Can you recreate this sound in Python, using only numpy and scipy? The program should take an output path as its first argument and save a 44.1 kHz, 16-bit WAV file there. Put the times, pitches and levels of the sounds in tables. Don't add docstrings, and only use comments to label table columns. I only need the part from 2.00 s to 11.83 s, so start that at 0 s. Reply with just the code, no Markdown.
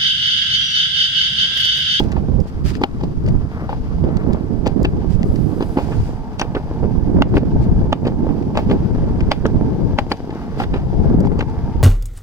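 import sys
import numpy as np
from scipy import signal
from scipy.fft import rfft, irfft
from scipy.io import wavfile
from scipy.ndimage import uniform_filter1d, minimum_filter1d, map_coordinates

SR = 44100
rng = np.random.default_rng(int(sys.argv[2]) if len(sys.argv) > 2 else 0)


def generate_wav(signal):
    frames = np.transpose(np.atleast_2d(signal))
    scaled = np.clip(frames, -1, 1) * 32767
    pcm = np.round(scaled).astype(np.int16)
    wavfile.write(sys.argv[1], SR, pcm)


N = 433503
TIME = np.arange(N) / SR


def from_db(db):
    return np.exp(np.asarray(db) * (np.log(10) / 20))


def rms_one(x):
    return x / np.sqrt(np.mean(x ** 2) + 1e-20)


def in_time(rows):
    s, *columns = np.transpose(rows)
    return [np.interp(TIME, s, column) for column in columns]


def panned(x, balance_db):
    gains = from_db(np.array([[.5], [-.5]]) * balance_db)
    return x * gains / np.sqrt(np.mean(gains ** 2, axis=0))


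def colour(x, spectrum, size=4096):
    hz, level_db = np.transpose(spectrum)
    bins = np.maximum(np.arange(size // 2 + 1) * SR / size, 1)
    gain = from_db(np.interp(np.log(bins), np.log(hz), level_db))
    cepstrum = irfft(np.log(gain))
    cepstrum[1:size // 2] *= 2
    cepstrum[size // 2 + 1:] = 0
    response = irfft(np.exp(rfft(cepstrum)))
    return signal.oaconvolve(x, response)[:len(x)]


def drift(rate_hz):
    r = np.exp(-2 * np.pi * rate_hz * 40 / SR)
    white = rng.standard_normal(N // 40 + 2002)
    slow = signal.lfilter([1], [1, -2 * r, r * r], white)[2000:]
    return np.interp(np.arange(N) / 40, np.arange(len(slow)), rms_one(slow))


def noise(spectrum):
    return rms_one(colour(rng.standard_normal(N), spectrum))


def grains(per_s, spread_db):
    out = np.zeros(N)
    born = np.flatnonzero(rng.random(N) < per_s / SR)
    spread = np.minimum(rng.standard_exponential(len(born)), 4)
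    out[born] = from_db(spread_db * spread) * rng.standard_normal(len(born))
    return out


def impacts(per_s, spread_db, spectrum):
    return rms_one(colour(grains(per_s, spread_db), spectrum))


def burst(t, t60, uneven_db=0):
    size_db = uneven_db * rng.standard_normal(len(t)) - 60 * t / t60
    spray = rng.standard_normal(len(t)) * from_db(size_db)
    return spray / np.linalg.norm(spray)


def damped(t, hz, t60):
    return np.sin(2 * np.pi * hz * t) * from_db(-60 * t / t60)


def blow(x, level_db):
    return from_db(level_db) * x * np.sqrt(SR / 100) / np.linalg.norm(x)


def add(out, s, x):
    start = int(round(s * SR))
    skip = max(-start, 0)
    part = x[skip:N - start]
    out[start + skip:start + skip + len(part)] += part


# t/s, left lag/samples, left minus right/dB
PLACE = [(0, 8.2, -2.5), (2.7, 7.5, 0), (3.8, 7.2, -4), (4.4, 5.4, -3), (5.3, 6.1, -3.5), (6.7, 6.3, -4),
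         (7.4, 5.1, -5), (8.1, 4.6, -1.5), (8.6, 5.7, -3.5), (8.8, 5.8, -4), (9.3, 6.9, -7), (9.83, 1, 0.5)]


def at_ports(x):
    lag, balance_db = in_time(PLACE)
    n = np.arange(N)
    left = map_coordinates(x, [n - lag / 2], order=3)
    right = map_coordinates(x, [n + lag / 2], order=3)
    return panned(np.array([left, right]), balance_db)


def scatter(x, wet_db=-17, near_t60=0.0053, near_db=-5.0, near_hz=1600):
    t = np.arange(len(x)) / SR
    treble = signal.butter(2, near_hz, "high", fs=SR, output="sos")
    near = from_db(near_db) * signal.sosfilt(treble, burst(t, near_t60))
    tail = from_db(wet_db) * burst(t, t60=.09)
    return signal.fftconvolve(x, near + tail)[:len(x)]


# f/Hz, level/dB
PARK = [(100, -9), (1000, 6), (2500, -14.5), (4000, -19), (5500, -13.5), (7500, -14.5), (13000, -25),
        (16000, -50)]


def still_park(level_db=-52):
    return from_db(level_db) * np.array([noise(PARK), noise(PARK)])


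def eddies(spectrum, shared, lump_db):
    common = noise(spectrum)
    ports = []
    for _ in range(2):
        mixed = np.sqrt(shared) * common + np.sqrt(1 - shared) * noise(spectrum)
        lumps = from_db(lump_db * np.minimum(drift(42.7), 1.2))
        ports.append(mixed * lumps)
    return np.array(ports)


# f/Hz, level/dB
BOOM = [(12, -10), (25, -2), (60, -1.5), (110, -4.5), (160, -6), (250, -19.5), (500, -42.5), (3000, -89.5)]
# f/Hz, level/dB
FLUTTER = [(60, -11), (130, 0), (200, 1.5), (290, -2.5), (420, -8.5), (560, -22.5), (900, -30.5),
           (1500, -42.5), (4000, -87)]
# f/Hz, level/dB
RASP = [(150, -22), (300, 2.5), (480, 2.5), (800, -8), (1300, -28.5), (2200, -37), (5000, -67)]
# t/s, boom level/dB, flutter level/dB
WIND_LEFT = [(0.01, -23, -35), (0.28, -23.5, -45), (0.47, -32, -35), (0.67, -21, -36), (0.82, -24.5, -27),
             (0.94, -24.5, -35), (1.06, -19, -31), (1.17, -23.5, -36), (1.28, -11, -19),
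             (1.49, -28.5, -40.5), (1.78, -22.5, -34), (2.15, -19.5, -39), (2.75, -37, -36),
             (2.88, -11, -37), (3.15, -41, -29.5), (3.27, -17, -21.5), (3.37, -30, -32.5),
             (3.71, -28, -29.5), (3.81, -44, -30), (4.0, -15, -27.5), (4.12, -28, -37), (4.5, -28, -44),
             (5.07, -21.5, -33), (5.17, -13.5, -24.5), (5.35, -7.5, -11), (5.5, -13.5, -22.5),
             (5.8, -11.5, -23), (5.99, -31, -30), (6.08, -24, -20), (6.21, -17.5, -31), (6.36, -25, -33),
             (6.71, -16.5, -21.5), (7.21, -16, -25.5), (7.37, -18.5, -27), (7.6, -18.5, -26.5),
             (7.86, -15.5, -16.5), (8.12, -23, -51), (8.45, -32, -33.5), (8.9, -14.5, -26.5),
             (9.08, -9, -17), (9.2, -10.5, -10), (9.33, -13, -16), (9.45, -18, -31.5), (9.77, -22, -42),
             (9.82, -15, -28)]
# t/s, boom level/dB, flutter level/dB
WIND_RIGHT = [(0.01, -17, -18.5), (0.15, -19, -21.5), (0.28, -14, -18), (0.41, -8.5, -18.5),
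              (0.48, -33, -43), (0.58, -23, -36), (0.65, -12, -21.5), (0.89, -34, -31), (1.02, -21.5, -24),
              (1.2, -21, -29.5), (1.36, -12.5, -20), (1.5, -25, -46), (1.69, -28, -43), (1.82, -25, -40),
              (1.97, -14, -32), (2.06, -14, -13), (2.19, -20, -22.5), (2.3, -16, -12), (2.42, -25.5, -21.5),
              (2.56, -16.5, -18), (2.73, -18, -19.5), (2.82, -19, -13), (3.0, -21, -20.5), (3.08, -11, -20),
              (3.3, -13.5, -22.5), (3.44, -13.5, -19), (3.55, -20, -20), (3.7, -19.5, -34),
              (3.78, -24, -34), (3.87, -20, -29), (3.95, -16, -22), (4.21, -23, -44), (4.33, -29, -47),
              (4.5, -18.5, -47), (4.62, -28.5, -43), (4.74, -26, -44), (4.83, -16, -17), (4.92, -13, -23),
              (5.08, -16, -15), (5.34, -13.5, -10.5), (5.6, -16, -17.5), (6.17, -23, -23),
              (6.3, -17.5, -14.5), (6.49, -25.5, -22), (6.68, -15.5, -18.5), (6.87, -21, -26),
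              (7.08, -18.5, -23.5), (7.2, -19.5, -20), (7.42, -15, -18.5), (7.67, -19, -14.5),
              (7.76, -20, -30), (8.29, -31.5, -36.5), (8.53, -24.5, -38), (8.61, -24, -26),
              (8.71, -20.5, -24.5), (8.85, -25, -38), (9.0, -22, -25.5), (9.19, -6, -7),
              (9.3, -19.5, -24.5), (9.51, -23.5, -35), (9.82, -20, -19)]
BREEZE_DB = -16


def wind(rasp_db=-16, rasp_growth=0.14, rasp_lump_db=6.5):
    boom_db, flutter_db = np.stack([in_time(WIND_LEFT), in_time(WIND_RIGHT)], axis=1)
    boom_db = boom_db + np.array([[-3.0], [-0.44]])
    flutter_db = flutter_db + np.array([[-1.5], [-1.0]])
    boom = eddies(BOOM, shared=0.12, lump_db=4.5)
    flutter = eddies(FLUTTER, shared=0.24, lump_db=5.0)
    gust_db = rasp_growth * (flutter_db - BREEZE_DB)
    rasp_level = from_db(rasp_db + gust_db + rasp_lump_db * drift(22.4))
    rasp = np.array([noise(RASP), noise(RASP)]) * rasp_level
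    return boom * from_db(boom_db) + (flutter + rasp) * from_db(flutter_db)


# t/s, level/dB
HISS = [(0, -75), (3.1, -86), (3.27, -56), (3.55, -57), (3.75, -53.5), (3.95, -78), (4.12, -68),
        (4.3, -87.5), (9.83, -78.5)]
# f/Hz, level/dB
THIN_HISS = [(3000, -5.5), (6000, -5.5), (8000, -6.5), (11500, -6), (15000, -18)]
# start/s, end/s, level/dB, left minus right/dB
SCUFFS = [(0, 0.06, -49, -4), (0.468, 0.502, -51, -7), (0.649, 0.718, -37.5, -3.5), (0.731, 0.777, -46, 3),
          (3.097, 3.157, -48, -10), (3.757, 4.133, -49, -8), (5.356, 5.385, -37, 6), (5.608, 5.657, -52, 0),
          (8.098, 8.14, -45.5, -4), (8.583, 8.64, -43, 2)]
# f/Hz, level/dB
SCUFF = [(600, -20), (1300, -1.5), (2500, -3.5), (4000, -7.5), (6000, -7.5), (9000, -13.5), (15000, -23.5)]


def scuffs(edge_share=0.36, hiss_pan_db=-7):
    rub = np.array([impacts(12000, 1.5, SCUFF) for side in range(2)])
    out = panned(noise(THIN_HISS) * from_db(in_time(HISS)[0]), hiss_pan_db)
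    for start, end, level_db, balance_db in SCUFFS:
        ramp_s = edge_share * (end - start)
        inside_s = np.minimum(TIME - start, end - TIME)
        contact = np.clip(inside_s / ramp_s + .5, 0, 1)
        out = out + panned(rub * contact * from_db(level_db), balance_db)
    return out


# t/s, level/dB, t60/s, brightness/dB per octave
TICKS = [(0.038, -40, .015, 4), (0.118, -31.5, 0.024, 0), (0.162, -42, .03, -9), (0.402, -40.5, 0.025, 5),
         (0.7526, -28, 0.016, -5), (1.263, -36, 0.021, -1), (1.286, -33.5, 0.027, -1),
         (2.169, -33.5, 0.018, -0.5), (2.332, -33.5, .024, 0), (2.675, -27.5, .014, -0.5),
         (2.83, -36, .018, 7), (3.231, -30, 0.0053, 1), (3.358, -36, 0.025, -2), (6.425, -42, .024, -4),
         (7.206, -28, 0.029, -7), (8.1723, -44, .012, 0), (8.305, -35, 0.03, -8), (9.204, -33.5, 0.02, 7),
         (9.258, -38.5, 0.029, 2), (9.27, -42, .024, 0), (9.391, -37, .018, -3), (9.499, -46.5, .01, 0)]
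# f/Hz, level/dB
TICK = [(800, -21), (2000, 5), (4500, -5.5), (6200, -1.5), (8000, -8), (15000, -26)]


def ticks(gain_db=-8, left_lag_samples=7):
    out, t = np.zeros(N), np.arange(SR // 16) / SR
    for s, level_db, t60, brightness_db in TICKS:
        spectrum = [(hz, db + brightness_db * np.log2(hz)) for hz, db in TICK]
        snap = colour(burst(t, t60, uneven_db=-5.0), spectrum)
        add(out, s, blow(snap, level_db + gain_db))
    return np.array([np.roll(out, left_lag_samples), out])


# t/s, level/dB
SWISH_LEVEL = [(0.01, -55), (0.16, -38.5), (0.27, -63), (0.6, -47.5), (0.96, -48), (1.1, -59), (1.26, -45),
               (1.42, -48), (1.62, -39.5), (1.8, -53), (1.92, -45), (1.98, -53), (2.08, -45.5),
               (2.2, -40.5), (2.27, -49), (2.35, -43), (2.5, -53), (2.94, -53), (3.83, -47.5),
               (4.25, -52.5), (4.45, -47.5), (4.92, -54.5), (5.37, -47), (5.46, -62), (5.64, -50),
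               (5.99, -55), (6.3, -52), (6.46, -55), (6.96, -46), (8.19, -57.5), (8.4, -43), (8.59, -47),
               (8.85, -49), (9.02, -56), (9.13, -39.5), (9.3, -46), (9.46, -49), (9.82, -50.5)]
# f/Hz, level/dB
CRACK = [(250, -35.5), (600, -6.5), (1100, 3.5), (1600, 2.5), (2200, -1.5), (3000, 0.5), (4800, -13),
         (6500, -15), (9000, -28.5), (15000, -36.5)]


def sand(gain_db=-15):
    pops = impacts(150, 4.5, CRACK)
    heard = at_ports(pops) + np.array([scatter(pops), scatter(pops)])
    return heard * from_db(in_time(SWISH_LEVEL)[0] + gain_db)


# t/s, ping f/Hz, level/dB
STONES = [(0.8363, 2200, -22.5), (0.8384, 2930, -22), (2.665, 5770, -57), (2.853, 2700, -23),
          (4.3953, 5900, -35), (4.414, 5870, -30), (8.121, 4400, -23)]


def stones(t60=0.012, crumble=0.73):
    out, t = np.zeros(N), np.arange(SR // 25) / SR
    for s, hz, level_db in STONES:
        contacts = signal.unit_impulse(len(t)) + crumble * burst(t, t60)
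        add(out, s, blow(np.convolve(contacts, damped(t, hz, t60)), level_db))
    return at_ports(out)


# f/Hz, level/dB
RATTLE = [(150, -8), (350, 7), (850, 5.5), (1300, -15.5), (2500, -13.5), (5000, -26), (10000, -36)]
RAGGED_T60_S = 0.049


def rattles(rattle_db=-3, stretch=3.5, delay_s=0.0037, own_db=-5):
    paths, t = np.zeros((3, N)), np.arange(SR // 8) / SR
    for s, _, _, ring_db, _, _, crunch_t60 in STRIKES:
        shaken = min(crunch_t60 / RAGGED_T60_S, 1) ** 2
        for path in paths:
            clatter = colour(burst(t, stretch * crunch_t60, uneven_db=-0.5), RATTLE)
            add(path, s + delay_s, shaken * blow(clatter, ring_db + rattle_db))
    return at_ports(paths[0]) + from_db(own_db) * paths[1:]


# t/s, level/dB
THUMPS = [(0.623, -30), (1.349, -24.5), (2.445, -29), (2.921, -17.5), (3.06, -26), (3.21, -21),
          (3.99, -27.5), (5.084, -14.5), (5.471, -18.5), (5.549, -14), (5.779, -21), (6.823, -22.5),
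          (7.187, -17), (9.755, -21.5)]
# f/Hz, level/dB
BUMP = [(90, -6), (220, 5.5), (450, -2), (850, -12), (1300, -25.5), (2500, -38), (6000, -80)]


def thumps(gain_db=-2.0):
    push = np.hanning(SR // 250)
    out, bump = np.zeros(N), np.convolve(colour(signal.unit_impulse(SR // 20), BUMP), push)
    for s, level_db in THUMPS:
        add(out, s - len(push) / SR / 2, blow(bump, level_db + gain_db))
    return at_ports(out)


# t/s, level/dB
HOLLOW = [(0, -62), (3.7, -61), (4.2, -46.5), (6, -43.5), (8.4, -47.5), (9.83, -41.5)]


def hollow_note(note_hz=882, t60=0.023, waver_db=2.0):
    mode = damped(np.arange(SR // 8) / SR, note_hz, t60)
    note = signal.oaconvolve(colour(grains(2500, spread_db=-1.5), WHEEL), mode)[:N]
    return at_ports(rms_one(note) * from_db(in_time(HOLLOW)[0] + waver_db * drift(9.6)))


# t/s, wheel roar level/dB, grit level/dB
ROLL = [(0.0, -36, -50), (0.33, -43.5, -58.5), (1.18, -48, -58.5), (1.58, -37.5, -56.5), (1.94, -41, -54.5),
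        (2.16, -36.5, -60.5), (2.41, -39, -57.5), (3.37, -40, -57.5), (3.91, -35, -59), (4.19, -39, -57),
        (4.71, -36.5, -56), (6.19, -36, -57.5), (6.71, -39.5, -53), (7.36, -35, -56.5), (8.6, -38, -53),
        (8.84, -42, -56), (9.14, -28, -52), (9.32, -35.5, -60), (9.48, -38.5, -57), (9.83, -38, -54.5)]
# f/Hz, level/dB
RUMBLE = [(50, -2.5), (120, -6.5), (230, 3.5), (330, -2.5), (390, -19.5), (435, 1.5), (520, -19.5),
          (720, -36), (1100, -33), (2000, -80)]
# f/Hz, level/dB
WHEEL = [(400, -1.5), (560, -4), (700, 0.5), (810, -1.5), (900, -0.5), (990, -7.5), (1130, -13),
         (1290, -30), (1600, -12.5), (1900, -34), (2120, -23.5), (2400, -31.5), (4000, -54)]
# f/Hz, level/dB
GRIT = [(700, -7.5), (1400, -4), (2200, -2.5), (3200, -2.5), (4200, -7), (6000, -3.5), (8000, -21),
        (13000, -17.5), (16000, -33)]
# f/Hz, level/dB
SWISH = [(700, -7), (1150, 7.5), (1550, -1), (2100, -4), (3000, -20), (4500, -38), (8000, -32)]


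def rolling(rumble_gain_db=3, wheel_gain_db=-3.0, grit_gain_db=-2, swish_gain_db=-3, patch_db=1.64, pit_gain_db=2):
    wheel_db, grit_db = in_time(ROLL)
    rumble = impacts(3000, -0.5, RUMBLE) * from_db(rumble_gain_db)
    wheel = impacts(6000, 3.0, WHEEL) * from_db(wheel_gain_db)
    pits = impacts(45, 0, BUMP) * from_db(pit_gain_db)
    swish = impacts(9000, 0.5, SWISH) * from_db(in_time(SWISH_LEVEL)[0] + swish_gain_db)
    grit = np.array([impacts(5500, 1.0, GRIT) for side in range(2)])
    board = at_ports((rumble + wheel + pits) * from_db(wheel_db) + swish)
    patches = from_db(patch_db * drift(17.0))
    return (board + grit * from_db(grit_db + grit_gain_db)) * patches


# f/Hz, level/dB, t60/s
DECK = [(257, -6.5, 0.056), (622, -8.5, 0.046), (808, 8.5, 0.022), (956, -7, 0.015), (1644, -14, 0.012),
        (2090, -25.5, 0.022), (2840, -24.5, 0.019)]


def knock(t, thump_db, hz, ring_db, thump_cycles=9, rise_s=0.00061, detune=0.027,
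          body_hz=290, body_t60=0.038, body_db=-6):
    squeeze = 1 - np.exp(-t / rise_s)
    load = 1 + detune * rng.standard_normal()
    ring = np.zeros(len(t))
    for mode_hz, db, t60 in DECK:
        ring += from_db(db + rng.normal(0, 2.4)) * damped(t, mode_hz * load, t60)
    thump = damped(t, hz, thump_cycles / hz)
    body = blow(damped(t, body_hz, body_t60), thump_db + body_db)
    return body + blow(thump * squeeze, thump_db) + blow(ring * squeeze, ring_db)


def edge(brightness_db):
    return [(hz, db + brightness_db * np.log2(np.clip(hz, 1200, 6500) / 2000)) for hz, db in CRACK]


# t/s, thump level/dB, thump f/Hz, deck ring level/dB, slap level/dB,
# brightness/dB per octave, crunch t60/s
STRIKES = [(0.003, -18.5, 397, -23, -32.5, 2.5, 0.033), (0.166, -35, 494, -28, -39, -10, 0.044),
           (0.285, -25, 346, -38, -50, -3, .03), (0.8155, -19.5, 394, -26, -48, 13, 0.042),
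           (0.837, -18, 383, -14.5, -24.5, -1.5, 0.024), (1.011, -39, 496, -35, -46, 2, 0.022),
           (1.036, -23, 414, -32, -45, 8, 0.043), (1.279, -31.5, 537, -50, -44, 2, 0.043),
           (1.693, -33, 500, -24.5, -40, -4, 0.082), (1.729, -31, 493, -25, -49, -2, 0.022),
           (2.04, -22, 360, -40, -50, 0, .04), (2.089, -23.5, 427, -37, -50, -2, 0.041),
           (2.306, -34, 397, -36, -51, -14, 0.044), (2.347, -28, 500, -31, -51, -8, 0.031),
           (2.661, -28, 370, -27.5, -34, -1, 0.035), (2.667, -17, 460, -22, -35, 6.5, 0.046),
           (2.849, -15.5, 376, -23.5, -22.5, -4, 0.036), (3.607, -19, 370, -29.5, -36, -4, 0.064),
           (3.625, -20.5, 358, -29, -37.5, 2, 0.044), (3.772, -17, 344, -21.5, -34, -7, 0.073),
           (3.786, -19, 447, -22.5, -29, -11, 0.072), (3.919, -28, 424, -32, -35.5, -7, 0.15),
           (4.396, -36, 680, -30, -28.5, 7, 0.039), (4.4152, -20.5, 435, -19, -24.5, -2, 0.04),
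           (4.55, -22, 437, -31, -31.5, -4, 0.055), (4.567, -19.5, 410, -27, -28, -19, 0.045),
           (4.841, -25, 447, -44, -48, -7, 0.03), (5.168, -27, 480, -36, -43, -13, 0.035),
           (5.187, -26, 560, -38, -45, -10, 0.02), (5.2219, -9.5, 720, -10.5, -9, -3, 0.024),
           (5.341, -14.5, 337, -25, -45, -7, 0.064), (5.3692, -9, 390, -18, -16, -9, 0.043),
           (5.379, -8, 400, -22, -34, 6, 0.04), (5.433, -15, 437, -36, -42, -10, 0.025),
           (5.9286, -13, 720, -18, -17, -3, 0.026), (6.053, -22, 430, -38, -38, -5, 0.045),
           (6.069, -16, 415, -28, -32.5, -1.5, 0.057), (6.268, -20, 437, -42, -45, -11, 0.027),
           (6.29, -26, 330, -30.5, -47, -8, 0.04), (6.307, -31, 360, -36, -44, -9, .03),
           (6.554, -30, 560, -28, -37.5, -2, 0.044), (6.5734, -22, 620, -15, -21.5, -2.5, 0.036),
           (6.59, -23, 560, -22, -36, -11, 0.043), (6.698, -23, 400, -31, -36, -4, 0.033),
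           (6.7129, -16.5, 430, -21, -30, -4.5, 0.042), (7.317, -13, 660, -12, -10.5, -1, 0.04),
           (7.455, -12, 426, -27, -22, -9.5, 0.035), (7.464, -19.5, 410, -40, -37, 9, 0.018),
           (7.9872, -19.5, 630, -13.5, -18, -3, 0.029), (8.117, -14, 433, -13, -16.5, -4, 0.033),
           (8.601, -26.5, 490, -20.5, -26, -5, 0.038), (8.619, -37, 497, -25, -32, -8, 0.048),
           (8.637, -45, 495, -31, -33, -1, 0.031), (8.74, -23, 403, -28.5, -30.5, -4, 0.06),
           (8.76, -20.5, 393, -33, -33.5, -6, 0.091), (9.251, -21, 440, -23, -38, -7, 0.03),
           (9.271, -30, 447, -23, -42, -1, 0.019), (9.318, -22, 422, -31, -43, -11, .04),
           (9.392, -21.5, 432, -28, -38, 3.5, 0.041), (9.4078, -26, 430, -29, -25.5, -6.5, 0.026),
           (9.425, -24, 434, -32, -43, -3, 0.028)]
HARD_CRACK_DB = -4.5


def clacks(crunch_db=-8, crunch_growth=0.65, lead_db=-20, lead_growth=0.36, lead_t60=0.027,
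           drop_s=0.003376, drop_db=-10):
    out, t = np.zeros(N), np.arange(SR // 10) / SR
    scattered = np.zeros((2, N))
    for s, thump_db, hz, ring_db, slap_db, brightness_db, crunch_t60 in STRIKES:
        spectrum = edge(brightness_db)
        glancing_db = HARD_CRACK_DB - slap_db
        crunch = from_db(crunch_db + crunch_growth * glancing_db) * burst(t, crunch_t60, uneven_db=6.5)
        slap = blow(colour(signal.unit_impulse(len(t)) + crunch, spectrum), slap_db)
        hit = slap + knock(t, thump_db, hz, ring_db)
        add(out, s, hit)
        for port in scattered:
            add(port, s, scatter(hit))
        drop = knock(t, thump_db, hz, ring_db + drop_db) * from_db(drop_db)
        add(out, s - drop_s, drop)
        scrape = colour(burst(t, lead_t60)[::-1], spectrum)
        add(out, s - t[-1], blow(scrape, slap_db + lead_db + lead_growth * glancing_db))
    return at_ports(out) + scattered


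def scene():
    surroundings = still_park() + wind() + scuffs()
    debris = ticks() + sand() + stones()
    board = rattles() + thumps() + hollow_note() + rolling() + clacks()
    return surroundings + debris + board


def ducking(over_db, hold_s, release_db_per_s, size=65):
    half = int(hold_s * SR / 2)
    over_db = -minimum_filter1d(-over_db, 2 * half + 1, origin=half, mode="nearest")
    fall_db = release_db_per_s * TIME
    held_db = np.maximum.accumulate(over_db + fall_db) - fall_db
    return uniform_filter1d(minimum_filter1d(from_db(-held_db), size), size)


def limiter(x, split_hz=1400, ceiling=.91):
    over_db = np.maximum(20 * np.log10(np.abs(x).max(axis=0) / ceiling + 1e-9), 0)
    low = signal.sosfiltfilt(signal.butter(2, split_hz, fs=SR, output="sos"), x)
    low_gain = ducking(over_db, hold_s=0.069, release_db_per_s=120)
    treble_gain = ducking(over_db, hold_s=0.012, release_db_per_s=218)
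    return low * low_gain + (x - low) * treble_gain


# f/Hz, level/dB
LEFT_PORT = [(100, 1.5), (4500, 5), (7000, -9), (15000, 1)]
CUTOFF_HZ = 15900


def record(dry, port_hz=4850, port_width_hz=300, port_gain=1.07):
    b, a = signal.iirpeak(port_hz, port_hz / port_width_hz, fs=SR)
    left, right = dry + port_gain * signal.lfilter(b, a, dry)
    heard = limiter(np.array([colour(left, LEFT_PORT), right]))
    top_cut = signal.ellip(10, .1, 80, CUTOFF_HZ, fs=SR, output="sos")
    return signal.sosfilt(top_cut, heard)


dry = scene()
out = record(dry)
generate_wav(out)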